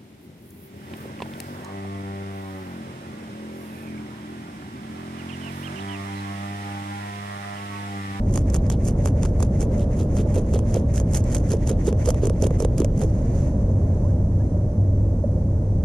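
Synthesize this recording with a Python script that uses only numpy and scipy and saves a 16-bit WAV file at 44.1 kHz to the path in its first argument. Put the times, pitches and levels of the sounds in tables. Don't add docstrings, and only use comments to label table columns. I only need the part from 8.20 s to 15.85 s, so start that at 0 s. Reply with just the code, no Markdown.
import sys
import numpy as np
from scipy import signal
from scipy.fft import rfft, irfft, next_fast_len
from scipy.io import wavfile
from scipy.ndimage import uniform_filter1d

SR = 44100
rng = np.random.default_rng(int(sys.argv[2]) if len(sys.argv) > 2 else 0)


def inscribe(sig):
    pcm = np.round(np.clip(np.atleast_2d(sig).T, -1, 1) * 32767)
    wavfile.write(sys.argv[1], SR, pcm.astype(np.int16))


N = 337265
TIME = np.arange(N) / SR


def from_db(db):
    return 10 ** (np.asarray(db) / 20)

def unit_rms(x):
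    return x / np.sqrt(np.mean(x ** 2) + 1e-20)

def curves(rows):
    times, *columns = np.transpose(rows)
    return [np.interp(TIME, times, column) for column in columns]

def add(track, start_s, sound):
    start = int(np.clip(round(start_s * SR), 0, N - 1))
    track[..., start:start + sound.shape[-1]] += sound[..., :N - start]

def coloured(x, points):
    size = 8192
    hz, db = np.transpose(points)
    grid = np.maximum(np.arange(size // 2 + 1) * SR / size, 1)
    gain = from_db(np.interp(np.log(grid), np.log(hz), db))
    gain = unit_rms(gain / np.maximum(grid / hz[-1], 1) ** 4)
    cepstrum = irfft(np.log(gain))
    cepstrum[1:size // 2] *= 2
    cepstrum[size // 2 + 1:] = 0
    response = irfft(np.exp(rfft(cepstrum)))
    return signal.oaconvolve(np.atleast_2d(x), response[None], axes=1)[:, :N]

def resonance(x, hz, width_hz):
    r = np.exp(-np.pi * width_hz / SR)
    feedback = [1, -2 * r * np.cos(2 * np.pi * hz / SR), r * r]
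    return signal.lfilter(np.array([1, 0, -1]) * (1 - r * r) / 2, feedback, x)

def band(x, hz, width_hz):
    return unit_rms(resonance(resonance(x, hz, width_hz), hz, width_hz))

def drift(per_s):
    knots = rng.standard_normal(8000)
    return unit_rms(np.interp(TIME * per_s, np.arange(len(knots)), knots))

def stereo_noise(alike):
    white = rng.standard_normal((3, N))
    return np.sqrt(alike) * white[0] + np.sqrt(1 - alike) * white[1:]

def diffuse_noise(apart_hz=1250):
    mid, side = rng.standard_normal((2, N))
    side = signal.sosfilt(signal.butter(2, apart_hz, "high", fs=SR, output="sos"), side)
    return np.array([mid + side, mid - side])

def swell(middle_s, length_s):
    effort = np.zeros(N)
    near = slice(*np.searchsorted(TIME, [middle_s - 2 * length_s, middle_s + 2 * length_s]))
    effort[near] = np.exp(-2 * ((TIME[near] - middle_s) / length_s) ** 2)
    return effort

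def crackle(per_s=2200, spread_db=1.5, cycles=7, count=14):
    sizes = from_db(spread_db * np.minimum(rng.exponential(1, N), 3)) * rng.choice([-1, 1], N)
    clicks = sizes * (rng.random(N) < per_s / SR)
    choice = rng.integers(0, count, N)
    pitches = np.geomspace(1300, 13000, count)
    rings = (resonance(clicks * (choice == k) + 1e-18, hz, hz / cycles) for k, hz in enumerate(pitches))
    return unit_rms(sum(rings))

def thud(peak_s, db, hz, rise_s):
    t = np.arange(3000) / SR
    envelope = from_db(db) * (t / rise_s) ** 2 * np.exp(2 - 2 * t / rise_s)
    track = np.zeros(N)
    add(track, peak_s - rise_s, envelope * np.sin(2 * np.pi * hz * t))
    return track


# (time [s], level [dB])
ENGINE_LEVELS = [(1.7, -32), (3.4, -26.5), (5.1, -31), (5.6, -23)]

def engine(pitch_hz=96, waver_hz=0.92, waver_db=1.5):
    phase = 2 * np.pi * np.cumsum(pitch_hz + waver_hz * drift(5)) / SR
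    hum = unit_rms(np.sin(phase) * from_db(waver_db * drift(5.1)))
    return from_db(curves(ENGINE_LEVELS)[0]) * hum

# (frequency [Hz], gain [dB])
HISS_TONE = [(1000, -9.5), (4500, -0.5), (5400, 1), (6000, 6), (7000, 1), (10000, -1), (12000, -10),
             (14500, -21)]

def hiss(level_db=-64):
    return coloured(stereo_noise(alike=0.068), HISS_TONE) * from_db(level_db)

# (time [s], relative wind level [dB], relative surf level [dB])
WEATHER_LEVELS = [(0, -18, -47), (1.3, -18.5, -45), (4, -19, -47), (5.2, -18.5, -46.5), (7, -20.5, -48.5)]
# (frequency [Hz], gain [dB])
WIND_TONE = [(15, -19), (30, 0), (45, -1.5), (65, 3), (90, 2), (120, -1.5), (150, -5), (200, -6),
             (260, -11.5), (340, -16.5), (450, -40.5), (800, -67.5)]
SURF_TONE = [(120, -18.5), (330, 1), (480, 2), (600, 3), (660, -5.5), (800, -12), (1000, -16.5),
             (1300, -27), (1900, -33), (2600, -42)]

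def wind_and_surf(wind_gain_db=-1, surf_gain_db=12):
    wind_db, surf_db = curves(WEATHER_LEVELS)
    rumble = unit_rms(coloured(stereo_noise(alike=0.999), WIND_TONE))
    strength = np.sqrt(uniform_filter1d(rumble[0] ** 2, int(0.029 * SR)))
    rumble = unit_rms(rumble / strength ** .5)
    surf = coloured(diffuse_noise(), SURF_TONE) * from_db(surf_db + surf_gain_db + 0.73 * drift(18))
    return from_db(wind_db + wind_gain_db) * rumble + surf

# (time [s], level [dB], pitch [Hz])
SQUEAKS = [(5.854, -42.5, 1010), (5.893, -54, 1530), (6.211, -53, 1690)]

def squeaks(length_s=0.022, rise_hz_per_s=6500):
    track = np.zeros(N)
    for s, db, hz in SQUEAKS:
        t = TIME - s
        track += from_db(db) * swell(s, length_s) * np.sin(2 * np.pi * (hz + rise_hz_per_s * t / 2) * t)
    return track

# (time [s], sleeve swish level [dB], sandy rustle level [dB])
LIFT_LEVELS = [(4.85, -68, -53.5), (5.1, -59, -50.5), (5.18, -61, -45), (5.27, -57, -48), (5.35, -74, -57),
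               (5.9, -69.5, -56), (6.05, -77.5, -62.5), (6.25, -70, -58), (6.45, -78, -65)]
# (frequency [Hz], gain [dB])
RUSTLE_TONE = [(800, 12.5), (2400, -6), (4000, -8), (5000, -9), (6200, 2.5), (8000, -5), (10000, -14),
               (12000, -22), (14500, -27.5)]

def sleeve(swish_db=2, slide_db=6.5, crinkle_db=1.1, grit_db=-12, lead_s=0.062):
    drawing = sum(from_db(db) * swell(s - lead_s, 0.036) for s, _, _, db in PUSHES)
    sliding = sum(from_db(db) * swell(s - lead_s, 0.05) for s, _, _, db in PUSHES)
    lift_swish, lift_rustle = from_db(curves(LIFT_LEVELS)) * (TIME > PUSHES[-1][0])
    swish = band(stereo_noise(alike=0.4), hz=1930, width_hz=700)
    rustle = coloured(stereo_noise(alike=0.17), RUSTLE_TONE)
    rustle += from_db(grit_db) * coloured(crackle(), RASP_TONE)
    rustle *= from_db(crinkle_db * drift(90))
    return (swish * (from_db(swish_db) * drawing + lift_swish)
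            + rustle * (from_db(slide_db) * sliding + lift_rustle))

def fillet_plop():
    return thud(peak_s=7.043, db=-17, hz=572, rise_s=0.005)

# (pitch [Hz], width [Hz], gain [dB])
BLADE_NOTES = [(3340, 63, -22), (9350, 140, 5)]

def blade_ring(cutting):
    return sum(from_db(db) * resonance(cutting, hz, width) for hz, width, db in BLADE_NOTES)

# (time [s], level [dB])
BACKBONE_KNOCKS = [(1.055, -19.5), (1.235, -23), (1.432, -17), (1.805, -19), (1.998, -17.5), (2.165, -20),
                   (2.182, -17), (2.344, -15), (2.362, -17), (2.569, -13.5), (3.34, -13.5), (3.349, -14.5),
                   (3.513, -17), (3.682, -11.5), (3.73, -15.5), (3.877, -19), (3.888, -10), (3.894, -15),
                   (4.036, -12.5), (4.054, -16), (4.075, -13.5), (4.105, -16.5), (4.227, -15),
                   (4.243, -13.5), (4.254, -14), (4.27, -14.5), (4.313, -17), (4.405, -19), (4.429, -16.5),
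                   (4.452, -13), (4.605, -9.5), (4.623, -14), (4.649, -17.5), (4.835, -19), (4.846, -17.5)]

def backbone_knocks(pitch_hz=452, scatter_hz=38, rise_s=0.00285):
    pitches = pitch_hz + scatter_hz * rng.standard_normal(len(BACKBONE_KNOCKS))
    return sum(thud(s, db, hz, rise_s) for (s, db), hz in zip(BACKBONE_KNOCKS, pitches))

# (time [s], relative crack level [dB], relative tock level [dB])
BONE_SNAPS = [(0.14, -34.5, -42), (0.1589, -29.5, -31), (0.176, -29.5, -24.5), (.301, -36, -44),
              (0.3443, -27.5, -29.5), (0.3496, -30.5, -33), (0.3643, -30.5, -35), (.466, -45, -46),
              (0.5011, -26, -25), (.5172, -38, -37), (0.5234, -33, -53), (.6852, -32, -35),
              (0.8587, -27.5, -29), (.8744, -35, -33), (1.0328, -30.5, -24.5), (1.052, -37, -32),
              (1.204, -36, -34.5), (1.2273, -28, -29.5), (1.4083, -35, -48), (1.4163, -38, -38),
              (1.969, -40, -34), (2.1439, -38, -38), (2.3384, -37, -35), (2.3573, -39, -41),
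              (2.3914, -38.5, -36), (2.5432, -31.5, -37), (2.562, -38, -41), (2.7597, -35, -40),
              (2.779, -32, -32), (2.8004, -34, -35.5), (2.9353, -34, -42), (2.9467, -28, -35),
              (2.9503, -32, -28), (2.9585, -30, -39), (2.9739, -28, -38), (3.041, -42, -52),
              (3.1482, -25.5, -38), (3.167, -35, -32.5), (3.3186, -27.5, -30), (3.3336, -35, -38),
              (3.475, -31.5, -36), (3.4937, -29, -32), (3.6705, -35, -38), (3.6882, -44, -35),
              (3.7278, -44, -37), (3.859, -29.5, -38), (3.8752, -35, -31), (3.8899, -24, -31),
              (3.905, -26, -29), (3.945, -43.5, -38), (4.0553, -31, -51), (4.071, -30, -31.5),
              (4.0978, -35.5, -33), (4.2235, -28, -42), (4.265, -45, -32), (4.2688, -29.5, -31.5),
              (4.308, -47, -36.5), (4.4029, -31, -34.5), (4.4234, -33, -41), (4.4489, -34.5, -26.5),
              (4.582, -29, -46), (4.6026, -31, -47), (4.619, -42, -34), (4.6466, -30.5, -27),
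              (4.8166, -36.5, -33)]
# (frequency [Hz], gain [dB])
TOCK_TONE = [(300, 14.5), (700, 13.5), (1150, 12), (1600, 1.5), (3300, -1.5), (4200, -15), (7000, -36.5)]

def bone_snaps(attack_s=0.0019, crack_s=0.00085, crumble_s=0.0036, crumble_db=-8, ring_db=-1,
               crisp_db=21.5, crisp_hz=2800, tock_db=24, jolt_db=13):
    t = (np.arange(1200) - 300) / SR
    crack = np.exp(-abs(t) / crack_s)
    crumble = from_db(crumble_db) * np.exp(-abs(t) / np.where(t < 0, attack_s, crumble_s))
    crisp, tocks = np.zeros((2, N)), np.zeros((2, N))
    pitches = 3000 * 2 ** rng.uniform(0, 1.96, len(BONE_SNAPS))
    for (s, high_db, low_db), hz in zip(BONE_SNAPS, pitches):
        white = rng.standard_normal((3, len(t)))
        burst = white[0] * crack + white[1:] * crumble
        ringing = burst + from_db(ring_db) * resonance(burst, hz, width_hz=700)
        jolt = burst / 2 + from_db(jolt_db) * (t == 0)
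        add(crisp, s + t[0], from_db(high_db + crisp_db) * ringing / np.linalg.norm(ringing[0]))
        add(tocks, s + t[0], from_db(low_db + tock_db) * jolt / np.linalg.norm(jolt[0]))
    crisp = signal.sosfilt(signal.butter(2, crisp_hz, "high", fs=SR, output="sos"), crisp)
    return coloured(crisp, RASP_TONE) + coloured(tocks, TOCK_TONE)

# (middle time [s], length [s], relative rasp level [dB], relative draw-back level [dB])
PUSHES = [(0.151, 0.073, -47.5, -59), (0.353, 0.034, -44, -55.5), (0.52, 0.035, -50, -57),
          (0.677, 0.045, -41.5, -57.5), (0.869, 0.041, -41.5, -55), (1.048, 0.047, -41, -56.5),
          (1.224, 0.043, -42.5, -60), (1.417, 0.033, -39.5, -55), (1.606, 0.058, -51, -52.5),
          (1.8, 0.061, -48, -53.5), (1.984, 0.053, -44.5, -58), (2.165, 0.059, -46, -54),
          (2.351, 0.056, -49, -58), (2.547, 0.069, -44, -55.5), (2.773, 0.04, -37.5, -56.5),
          (2.957, 0.054, -38, -57.5), (3.138, 0.071, -40.5, -52), (3.322, 0.047, -37.5, -54),
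          (3.492, 0.038, -40, -55), (3.675, 0.036, -40.5, -53.5), (3.878, 0.049, -46, -50),
          (4.041, 0.025, -41, -53.5), (4.233, 0.043, -41, -60), (4.412, 0.033, -45, -54),
          (4.592, 0.038, -48, -64), (4.815, 0.047, -42, -64)]
# (time [s], level [dB])
DRAG_LEVELS = [(0, -33), (1.4, -37), (2.1, -29.5), (2.55, -27.5), (2.8, -39), (3.1, -33), (3.35, -28),
               (4.1, -27.5), (4.8, -32)]
# (frequency [Hz], gain [dB])
RASP_TONE = [(500, 1.5), (1200, 8.5), (2200, 3.5), (3300, -3), (3800, -9.5), (4600, 1), (5100, 1),
             (6400, 9.5), (7400, 10), (9600, 1.5), (11000, -2.5), (13000, -11.5), (15500, -24.5)]

def knife_rasp(grain_db=-5, noise_db=-4, judder_db=3, brightness_db=2.5,
               drag_lag_s=0.0075, drag_s=0.032, crunch_db=-21, loose_db=-41):
    push = sum(from_db(db) * swell(s, length) for s, length, db, _ in PUSHES)
    judder = from_db(judder_db * np.clip(drift(220), -2, 2))
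    scales = from_db(grain_db) * crackle() + from_db(noise_db) * stereo_noise(alike=0.3)
    tearing = push * judder * scales
    dull = signal.sosfilt(signal.butter(1, 5000, fs=SR, output="sos"), tearing)
    tearing = dull + from_db(brightness_db * drift(20)) * (tearing - dull)
    pressure = from_db(curves(DRAG_LEVELS)[0]) * (TIME < LIFT_LEVELS[0][0])
    drag = pressure * sum(swell(s + drag_lag_s, drag_s) for s, *_ in PUSHES)
    flesh = band(rng.standard_normal(N), hz=400, width_hz=240)
    grit = unit_rms(resonance(crackle(), hz=3000, width_hz=1500)) * judder
    crunch = grit * (from_db(crunch_db) * drag + from_db(loose_db) * pressure)
    return coloured(tearing, RASP_TONE) + drag * flesh + crunch

def scene():
    cutting = knife_rasp() + bone_snaps()
    knife = cutting + blade_ring(cutting) + backbone_knocks()
    return knife + fillet_plop() + sleeve() + squeaks() + wind_and_surf() + hiss() + engine()

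# (frequency [Hz], left minus right [dB], left's head start [rad])
HOUSING_OPENINGS = [(250, 0, 0), (650, -6, -0.1), (1050, -3, 1.3), (2200, 1, 0.9), (2800, 1, 0),
                    (5000, -4, 0), (6200, -10, 1.8), (7700, -1, 2.9), (9500, -3, 4.6), (12000, -4, 7.5)]

def record(dry, ceiling=0.77, cutoff_hz=15400):
    size = next_fast_len(N + SR)
    hz, *columns = np.transpose(HOUSING_OPENINGS)
    grid = np.log(np.maximum(np.arange(size // 2 + 1) * SR / size, 1))
    apart_db, lead = (np.interp(grid, np.log(hz), column) for column in columns)
    half = np.array([[1], [-1]]) / 2
    response = from_db(half * apart_db) * np.exp(1j * half * lead)
    heard = irfft(rfft(dry, size) * response, size)[:, :N]
    rounded = ceiling * np.tanh(heard / ceiling)
    return signal.sosfiltfilt(signal.cheby1(10, .1, cutoff_hz, fs=SR, output="sos"), rounded)


dry = scene()
out = record(dry)
inscribe(out)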